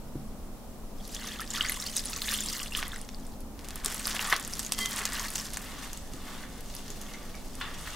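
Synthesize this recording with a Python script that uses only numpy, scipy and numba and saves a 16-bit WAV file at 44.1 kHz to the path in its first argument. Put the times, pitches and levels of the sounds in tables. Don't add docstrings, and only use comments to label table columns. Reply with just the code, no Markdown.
import sys
import numpy as np
from scipy import signal
from scipy.fft import rfft, irfft
from scipy.io import wavfile
from scipy.ndimage import uniform_filter1d
from numba import njit

SR = 44100
rng = np.random.default_rng(int(sys.argv[2]) if len(sys.argv) > 2 else 0)


def store_wav(level_fs):
    pcm = np.round(np.clip(np.atleast_2d(level_fs), -1, 1) * 32767)
    wavfile.write(sys.argv[1], SR, pcm.T.astype(np.int16))


N = 350595
TIME = np.arange(N) / SR
FAR_S = 5.65
LOW_SPREAD_DB = 1.2


def pouring():
    # time in seconds, spatter strength in dB, gurgle strength in dB.
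    flow = [(0.95, -67, -77), (1.06, -50, -64), (1.16, -46, -51.5), (1.33, -46, -39), (1.375, -53, -49.5),
            (1.41, -58, -42), (1.477, -51.5, -53.5), (1.56, -40, -34), (1.70, -42, -36), (1.78, -42, -43.5),
            (1.94, -43.5, -50), (2.19, -43.5, -46.5), (2.28, -36, -36.5), (2.42, -38, -40.5),
            (2.59, -40.5, -45.5), (2.69, -48.5, -53.5), (2.78, -38.5, -38), (2.96, -54.5, -46.5),
            (3.09, -57, -61), (3.31, -60, -62), (3.37, -65, -76)]
    # start in seconds, level in dB, pitch in Hz,
    # ring time in seconds.
    bubbles = [(1.0773, -25.5, 10800, 0.0032), (1.1484, -18.5, 6100, 0.0024), (1.1646, -23, 3200, 0.0091),
               (1.2724, -22.5, 6000, 0.0059), (1.318, -27, 3200, 0.0099), (1.3954, -23.5, 1295, 0.025),
               (1.4053, -22, 5230, 0.0038), (1.4123, -20.5, 11160, 0.0031), (1.5043, -19, 7100, 0.0074),
               (1.5375, -16, 6850, 0.0026), (1.549, -24, 3300, 0.0096), (1.609, -7, 3080, 0.009),
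               (1.6508, -17, 2030, 0.0059), (1.5757, -20, 4640, 0.0031), (1.6478, -23, 4500, 0.0098),
               (1.6661, -24, 1900, 0.0099), (1.662, -21, 4600, 0.0064), (1.6859, -20.5, 6660, 0.013),
               (1.6946, -17.5, 2020, 0.016), (1.6965, -10, 11370, 0.0032), (1.7208, -11.5, 10000, 0.0032),
               (1.8002, -21, 5500, 0.012), (1.8654, -21, 4480, 0.011), (1.8875, -26.5, 3000, 0.015),
               (1.96, -20.5, 6500, 0.0033), (1.967, -6, 9300, 0.0021), (1.976, -15.5, 5100, 0.0035),
               (1.9809, -15, 7300, 0.0021), (1.9936, -16.5, 4800, 0.0035), (2.0562, -16, 9900, 0.0064),
               (2.0664, -20, 6820, 0.005), (2.098, -20.5, 9200, 0.0034), (2.1326, -16, 4400, 0.0015),
               (2.1328, -29, 2540, 0.013), (2.1622, -17.5, 6040, 0.0061), (2.219, -12, 3900, 0.0029),
               (2.284, -16, 2200, 0.0038), (2.313, -17, 5400, 0.005), (2.334, -20, 4170, 0.0044),
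               (2.3398, -10.5, 9700, 0.0041), (2.3746, -20, 8150, 0.0042), (2.4049, -17.5, 6940, 0.0064),
               (2.4374, -16.5, 8870, 0.0036), (2.4598, -17.5, 7500, 0.0077), (2.4869, -14, 4970, 0.0029),
               (2.533, -24.5, 4870, 0.01), (2.5674, -27, 4250, 0.0094), (2.6181, -25, 3140, 0.0086),
               (2.6002, -22, 2820, 0.0087), (2.6305, -17.5, 7850, 0.0018), (2.7215, -26.5, 2700, 0.023),
               (2.75, -10.5, 3100, 0.0051), (2.7718, -20.5, 9650, 0.008), (2.775, -24, 3370, 0.014),
               (2.8283, -14, 2110, 0.0012), (2.8807, -18.5, 11090, 0.0017), (2.9186, -25.5, 3540, 0.01),
               (2.9327, -23.5, 1580, 0.0065), (2.9608, -23.5, 7900, 0.0029), (2.9801, -28, 10500, 0.004),
               (2.961, -26.5, 1820, 0.0097), (3.0148, -20, 9100, 0.0017), (3.0902, -23.5, 4650, 0.00058),
               (3.1461, -28, 4570, 0.0039), (3.2673, -30, 8360, 0.0033), (3.4062, -30.5, 10700, 0.0023)]
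    levels = flurries(curve(flow), bubbles, high_low_db=(-7.5, -15.5), t60=.1, rise_s=0.022)
    spatter_db, gurgle_db = levels + 2.0 * wander(34.28)
    gurgle = swarm(gurgle_db, count=6000, hz=2292, octaves=0.564, cycles=20.4,
                   scatter_db=2.7, spread_db=LOW_SPREAD_DB, glide=0.13, rough=0.32)
    spatter = swarm(spatter_db, count=16000, hz=7740, octaves=0.624, cycles=27,
                    scatter_db=4.0, spread_db=3.5, glide=0.19, rough=0.37)
    plops = listed_blips(bubbles, spread_db=0.5, glide=0.089, rise=0.037, rough=0.074)
    return plops + bowl_air(gurgle, direct_db=-47.5) + spatter


def tossing():
    # time in seconds, crackle strength in dB, squelch strength in dB.
    strokes = [(3.55, -70, -76), (3.6, -54.5, -56), (3.823, -53.5, -50.5), (3.86, -41.5, -43.5),
               (3.95, -42, -47.5), (4.18, -37, -41), (4.33, -41, -36.5), (4.43, -51, -50),
               (4.61, -37.5, -52.5), (4.7, -51, -53), (4.75, -51, -58), (4.81, -39.5, -50.5),
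               (4.985, -37, -38), (5.09, -45, -42.5), (5.21, -37.5, -38), (5.32, -42, -52),
               (5.42, -40.5, -45.5), (5.51, -48.5, -55), (5.62, -46.5, -47), (5.85, -48.5, -50),
               (6.07, -57.5, -63), (6.32, -50.5, -47), (6.45, -55, -54.5), (6.74, -52, -62.5),
               (7.14, -51.5, -51.5), (7.2, -54.5, -55), (7.5, -54, -62), (7.6, -51, -52), (7.63, -54, -42),
               (7.75, -50.5, -51), (7.95, -45.5, -46)]
    # start in seconds,
    # level in dB, pitch in Hz, ring time in seconds.
    snaps = [(3.5924, -25.5, 4800, 0.00069), (3.646, -25, 6500, 0.0017), (3.6868, -20, 7260, 0.0004),
             (3.7067, -21, 5640, 0.00036), (3.7576, -17.5, 10100, 0.003), (3.8473, -9.5, 9000, 0.0021),
             (3.86, -3.5, 8400, 0.00084), (3.9, -19, 8100, 0.0019), (3.9444, -16, 10600, 0.0048),
             (3.995, -19, 8300, 0.0085), (4.0546, -14.5, 4650, 0.0078), (4.0712, -7.5, 11600, 0.00081),
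             (4.0702, -18, 1420, 0.0064), (4.1126, -17, 5340, 0.0018), (4.1486, -16, 7500, 0.0016),
             (4.166, -12, 2500, 0.0014), (4.1934, -10, 2620, 0.0028), (4.2451, -24, 1450, 0.0049),
             (4.2454, -18, 7150, 0.0038), (4.2733, -17, 8000, 0.0046), (4.2997, -15.5, 10200, 0.006),
             (4.326, -0.5, 1810, 0.0057), (4.3264, -12.5, 4320, 0.0016), (4.3642, -9, 7060, 0.0013),
             (4.398, -17, 9700, 0.0031), (4.4267, -24, 7850, 0.0075), (4.4492, -16, 6500, 0.0023),
             (4.4773, -16, 8800, 0.0014), (4.5363, -12.5, 6240, 0.0028), (4.594, -6.5, 7240, 0.0013),
             (4.6012, -18, 7200, 0.0051), (4.6483, -19, 6700, 0.0056), (4.6641, -15.5, 6300, 0.0039),
             (4.7218, -1.5, 8100, 0.0014), (4.7884, -19.5, 3070, 0.0071), (4.7887, -13, 8050, 0.0039),
             (4.8025, -20, 6400, 0.0034), (4.8585, -20, 3600, 0.008), (4.8595, -8.5, 6500, 0.0014),
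             (4.9112, -16, 9150, 0.00087), (4.9613, -16, 8700, 0.0064), (4.9922, -20, 7360, 0.009),
             (5.0543, -4.5, 6060, 0.00065), (5.1221, -14, 5440, 0.0019), (5.1335, -15, 7560, 0.0023),
             (5.167, -23, 2900, 0.01), (5.1952, -18, 6000, 0.013), (5.2709, -23, 5700, 0.00091),
             (5.3038, -18, 8950, 0.00098), (5.355, -13.5, 7040, 0.0047), (5.358, -9, 6530, 0.0012),
             (5.3812, -12, 5930, 0.0011), (5.398, -21, 5230, 0.013), (5.5355, -15.5, 9700, 0.0028),
             (5.572, -18.5, 1740, 0.0014), (5.571, -14.5, 7900, 0.0048), (5.9319, -16, 8400, 0.0016),
             (5.9744, -18.5, 8400, 0.0013), (6.136, -23, 8150, 0.001), (6.436, -27.5, 1750, 0.0079),
             (6.6079, -24.5, 11600, 0.0019), (6.7514, -20, 10900, 0.00093), (6.7654, -23.5, 5030, 0.0023),
             (6.881, -23.5, 5800, 0.0014), (6.9032, -21, 6570, 0.0035), (7.015, -21, 6700, 0.001),
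             (7.064, -35, 3100, 0.013), (7.137, -26, 5960, 0.002), (7.14, -34, 2110, 0.034),
             (7.343, -35, 2280, 0.03), (7.3524, -31, 5660, 0.0072), (7.5534, -23, 6820, 0.00083),
             (7.6115, -20, 1340, 0.012), (7.6149, -26, 3480, 0.008), (7.8113, -27, 10510, 0.0014),
             (7.8729, -30.5, 1840, 0.026), (7.9039, -26, 6800, 0.0046)]
    levels = flurries(curve(strokes), snaps, high_low_db=(-11, -12), t60=0.12, rise_s=0.019)
    crackle_db, squelch_db = levels + 2.0 * wander(45)
    squelch = swarm(squelch_db, count=8000, hz=1900, octaves=0.683, cycles=6.2,
                    scatter_db=1.0, spread_db=LOW_SPREAD_DB, glide=0.054, rough=0.14)
    crackle = swarm(crackle_db, count=16000, hz=7620, octaves=0.54, cycles=7.1,
                    scatter_db=4.0, spread_db=1.7, glide=0.046, rough=0.44)
    pops = listed_blips(snaps, spread_db=1.1, glide=0.075, rise=0.062, rough=0.43)
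    return pops + ticks(snaps) + bowl_air(squelch, direct_db=-9) + slaps() + crackle


def ticks(snaps, hz=10300, t60=0.001, gain_db=-4.5):
    rows = [(s, db + gain_db + 9 * np.log2(pitch / hz), hz, t60) for s, db, pitch, _ in snaps]
    return listed_blips(rows, spread_db=2.0, glide=0., rise=0.028, rough=0.06)


def slaps():
    # start in seconds, level in dB, fade time in seconds.
    landings = [(4.325, -32, 0.16), (6.433, -62, 0.081), (7.612, -31.5, 0.057), (7.859, -43.5, 0.18)]
    loudness = sum(undb(db - 60 * np.maximum(TIME - s, 0) / t60) * (TIME >= s) for s, db, t60 in landings)
    mid_range = signal.butter(4, [450, 4200], "band", fs=SR, output="sos")
    return loudness * level(signal.sosfilt(mid_range, rng.standard_normal(N)), 0)


def flurries(base_db, events, high_low_db, t60, rise_s, split_hz=3600):
    kicks = np.zeros((2, N))
    for s, db, hz, ring_s in events:
        row = int(hz < split_hz)
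        kicks[row, int(s * SR)] += undb(db + high_low_db[row]) ** 2 * ring_s / t60

    def fade(x, seconds):
        return signal.lfilter([1], [1, -undb(-120 / (seconds * SR))], x)

    build_up = fade(kicks[:, ::-1], rise_s)[:, ::-1]
    return 10 * np.log10(undb(base_db) ** 2 + np.maximum(fade(kicks, t60), build_up))


def swarm(db, count, hz, octaves, cycles, scatter_db, spread_db, glide, rough):
    start_s, chance = rng.random((count, 2)).T * [[N / SR], [1]]
    detune, length, side = rng.standard_normal((count, 3)).T
    pitch = np.clip(hz * 2 ** (octaves * detune), 300, 16000)
    t60 = cycles * 2 ** (.5 * length) / pitch
    unevenness = np.where(start_s > FAR_S, 0.41, 1)
    size_db = -scatter_db * unevenness * np.log(np.maximum(chance, .01))
    cloud = blips(start_s, size_db, pitch, t60, spread_db * side, glide, rise=0.022, rough=rough)
    power = uniform_filter1d(np.mean(cloud ** 2, 0), SR // 2)
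    return undb(db) * cloud / np.sqrt(power)


def listed_blips(table, spread_db, glide, rise, rough):
    return blips(*np.transpose(table), spread_db * rng.standard_normal(len(table)), glide, rise, rough)


def blips(start_s, db, hz, t60, pan_db, glide, rise, rough):
    out = np.zeros((2, N))
    t60 = np.clip(t60, 3e-4, 2)
    size = undb(db + np.minimum(60 / (4 * hz * t60), 12))
    start = (start_s * SR).astype(np.int64)
    wobble = rough * rng.standard_normal(N)
    add_rings(out, start, np.minimum(hz, .4 * SR), t60, size, glide, rise, undb(pan_db / 2), wobble)
    return out


@njit
def add_rings(out, start, hz, t60, size, glide, rise, pan, wobble):
    for k in range(len(start)):
        n = int(t60[k] * SR) + 2
        fall, swell = np.exp(-np.log(1000.) / n), np.exp(-1 / (rise * n + 1e-9))
        loudness, gap, phase = size[k], 1., 0.
        for i in range(min(n, out.shape[1] - start[k])):
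            gap *= swell
            phase += 2 * np.pi * hz[k] * (1 + glide * i / n + wobble[start[k] + i]) / SR
            sample = loudness * (1 - gap) * np.sin(phase)
            out[0, start[k] + i] += sample * pan[k]
            out[1, start[k] + i] += sample / pan[k]
            loudness *= fall


def bowl_air(x, direct_db):
    # pitch in Hz, width in Hz, average gain in dB.
    resonances = [(760, 200, -9), (1220, 300, -2), (1850, 550, -3), (3250, 800, 0)]
    coloured = sum(undb(db + 1.96 * wander(9.0)) * band(x, hz, width) for hz, width, db in resonances)
    return undb(direct_db) * x + coloured


def bowl_walls(food, spots=8):
    spot = np.repeat(rng.integers(0, spots, N // 400 + 1), 400)[:N]
    return sum(echoes(food * (spot == k), t60=0.039, db=-7.5, dull_hz=13000, apart_hz=6500)
               for k in range(spots))


def rim(held_from_s=4.87, choke_t60=.3, nudge_t60=0.16):
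    # pitch in Hz, gain in dB, ring time in seconds.
    glass = [(420.5, -13.5, .8), (1110, -16, 0.52), (2037, -3.5, 1), (3187, -4, 0.49), (4580, -12, 0.26),
             (6400, -20, .2), (7250, -20, .12), (8400, -20, .1)]
    # start in seconds, strength in dB.
    taps = [(4.733, -47.5), (4.776, -39), (4.803, -31)]
    # start in seconds, strength in dB.
    nudges = [(3.862, -41), (5.011, -45), (6.9, -41.5)]
    choke = undb(-60 * np.maximum(TIME - held_from_s, 0) / choke_t60)
    return struck(taps, glass) * choke + struck(nudges, [(glass[0][0], 0, nudge_t60)])


def counter_knocks():
    # start in seconds, strength in dB.
    knocks = [(.058, -52), (.155, -37), (6.14, -49), (6.9, -52)]
    # pitch in Hz, gain in dB, ring time in seconds.
    counter = [(140.3, 4.5, 0.43), (300, 11, 0.031), (433, -23, 0.056)]
    return struck(knocks, counter)


def struck(blows, tones):
    rows = np.array([(s, db + gain, hz, t60) for s, db in blows for hz, gain, t60 in tones])
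    return blips(*rows.T, pan_db=np.zeros(len(rows)), glide=0., rise=0.0029, rough=0.)


def echoes(x, t60, db, dull_hz, apart_hz):
    t = np.arange(int(t60 * SR)) / SR
    mid, side = rng.standard_normal((2, SR))[:, :len(t)] * undb(-60 * t / t60) * (t > .0007)
    side = signal.lfilter(*signal.butter(2, apart_hz, "high", fs=SR), side)
    tail = signal.lfilter(*signal.butter(1, dull_hz, fs=SR), mid + side * np.array([[1], [-1]]))
    tail = tail * undb(db) / np.sqrt(np.sum(mid ** 2))
    return signal.oaconvolve(x.mean(0, keepdims=True), tail, axes=1)[:, :N]


def fan(hum_hz=213.2, far_hum_loss=0.58):
    # frequency in Hz, relative strength in dB.
    spectrum = [(15, 5.5), (25, -3), (60, -10.5), (120, -20), (180, -16.5), (200, -18), (214, -9.5),
                (228, -21), (245, -13), (330, -23), (480, -23.5), (800, -26.5), (1200, -32.5),
                (1700, -42.5), (3000, -52)]
    points_hz, points_db = np.transpose(spectrum)
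    hz = np.fft.rfftfreq(N, 1 / SR) + 1
    shape = undb(np.interp(np.log(hz), np.log(points_hz), points_db, left=-40))
    mid, side = irfft(rfft(rng.standard_normal((2, N))) * shape, N)
    side = signal.lfilter(*signal.butter(1, 35, "high", fs=SR), side)
    rumble = level(mid + undb(-10) * side * np.array([[1], [-1]]), db=-41)
    hum = level(np.sin(2 * np.pi * hum_hz * TIME + 1.36 * wander(5.2)), db=-54)
    return rumble + hum * (1 - far_hum_loss * (TIME > FAR_S))


def hiss():
    whine = level(band(rng.standard_normal((2, N)), hz=5420, width=200), db=-74)
    return whine + level(rng.standard_normal((2, N)), db=-54.5)


def undb(db):
    return 10 ** (np.asarray(db) / 20)


def level(x, db):
    return x * undb(db) / np.sqrt(np.mean(x ** 2))


def curve(table):
    seconds, *columns = np.transpose(table)
    return np.array([np.interp(TIME, seconds, db, left=-200, right=-200) for db in columns])


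def band(x, hz, width):
    return signal.lfilter(*signal.iirpeak(min(hz, .45 * SR), hz / width, fs=SR), x)


def wander(rate):
    step = int(SR / rate)
    return 0.93 * uniform_filter1d(np.repeat(rng.standard_normal(N // 100), step), step)[:N]


def scene():
    low_cut = signal.butter(2, 700, "high", fs=SR, output="sos")
    food = signal.sosfilt(low_cut, pouring() + tossing())
    direct = food + rim() + counter_knocks()
    far_boost_db = 10.5 * (TIME > FAR_S)
    room = echoes(direct * undb(far_boost_db), t60=0.32, db=-12.5, dull_hz=5000, apart_hz=2920)
    return direct + bowl_walls(food) + room + fan() + hiss()


def record(dry):
    soft = signal.lfilter(*signal.butter(1, 16100, fs=SR), dry)
    return signal.sosfilt(signal.ellip(8, .2, 70, 15650, fs=SR, output="sos"), soft)


dry = scene()
out = record(dry)
store_wav(out)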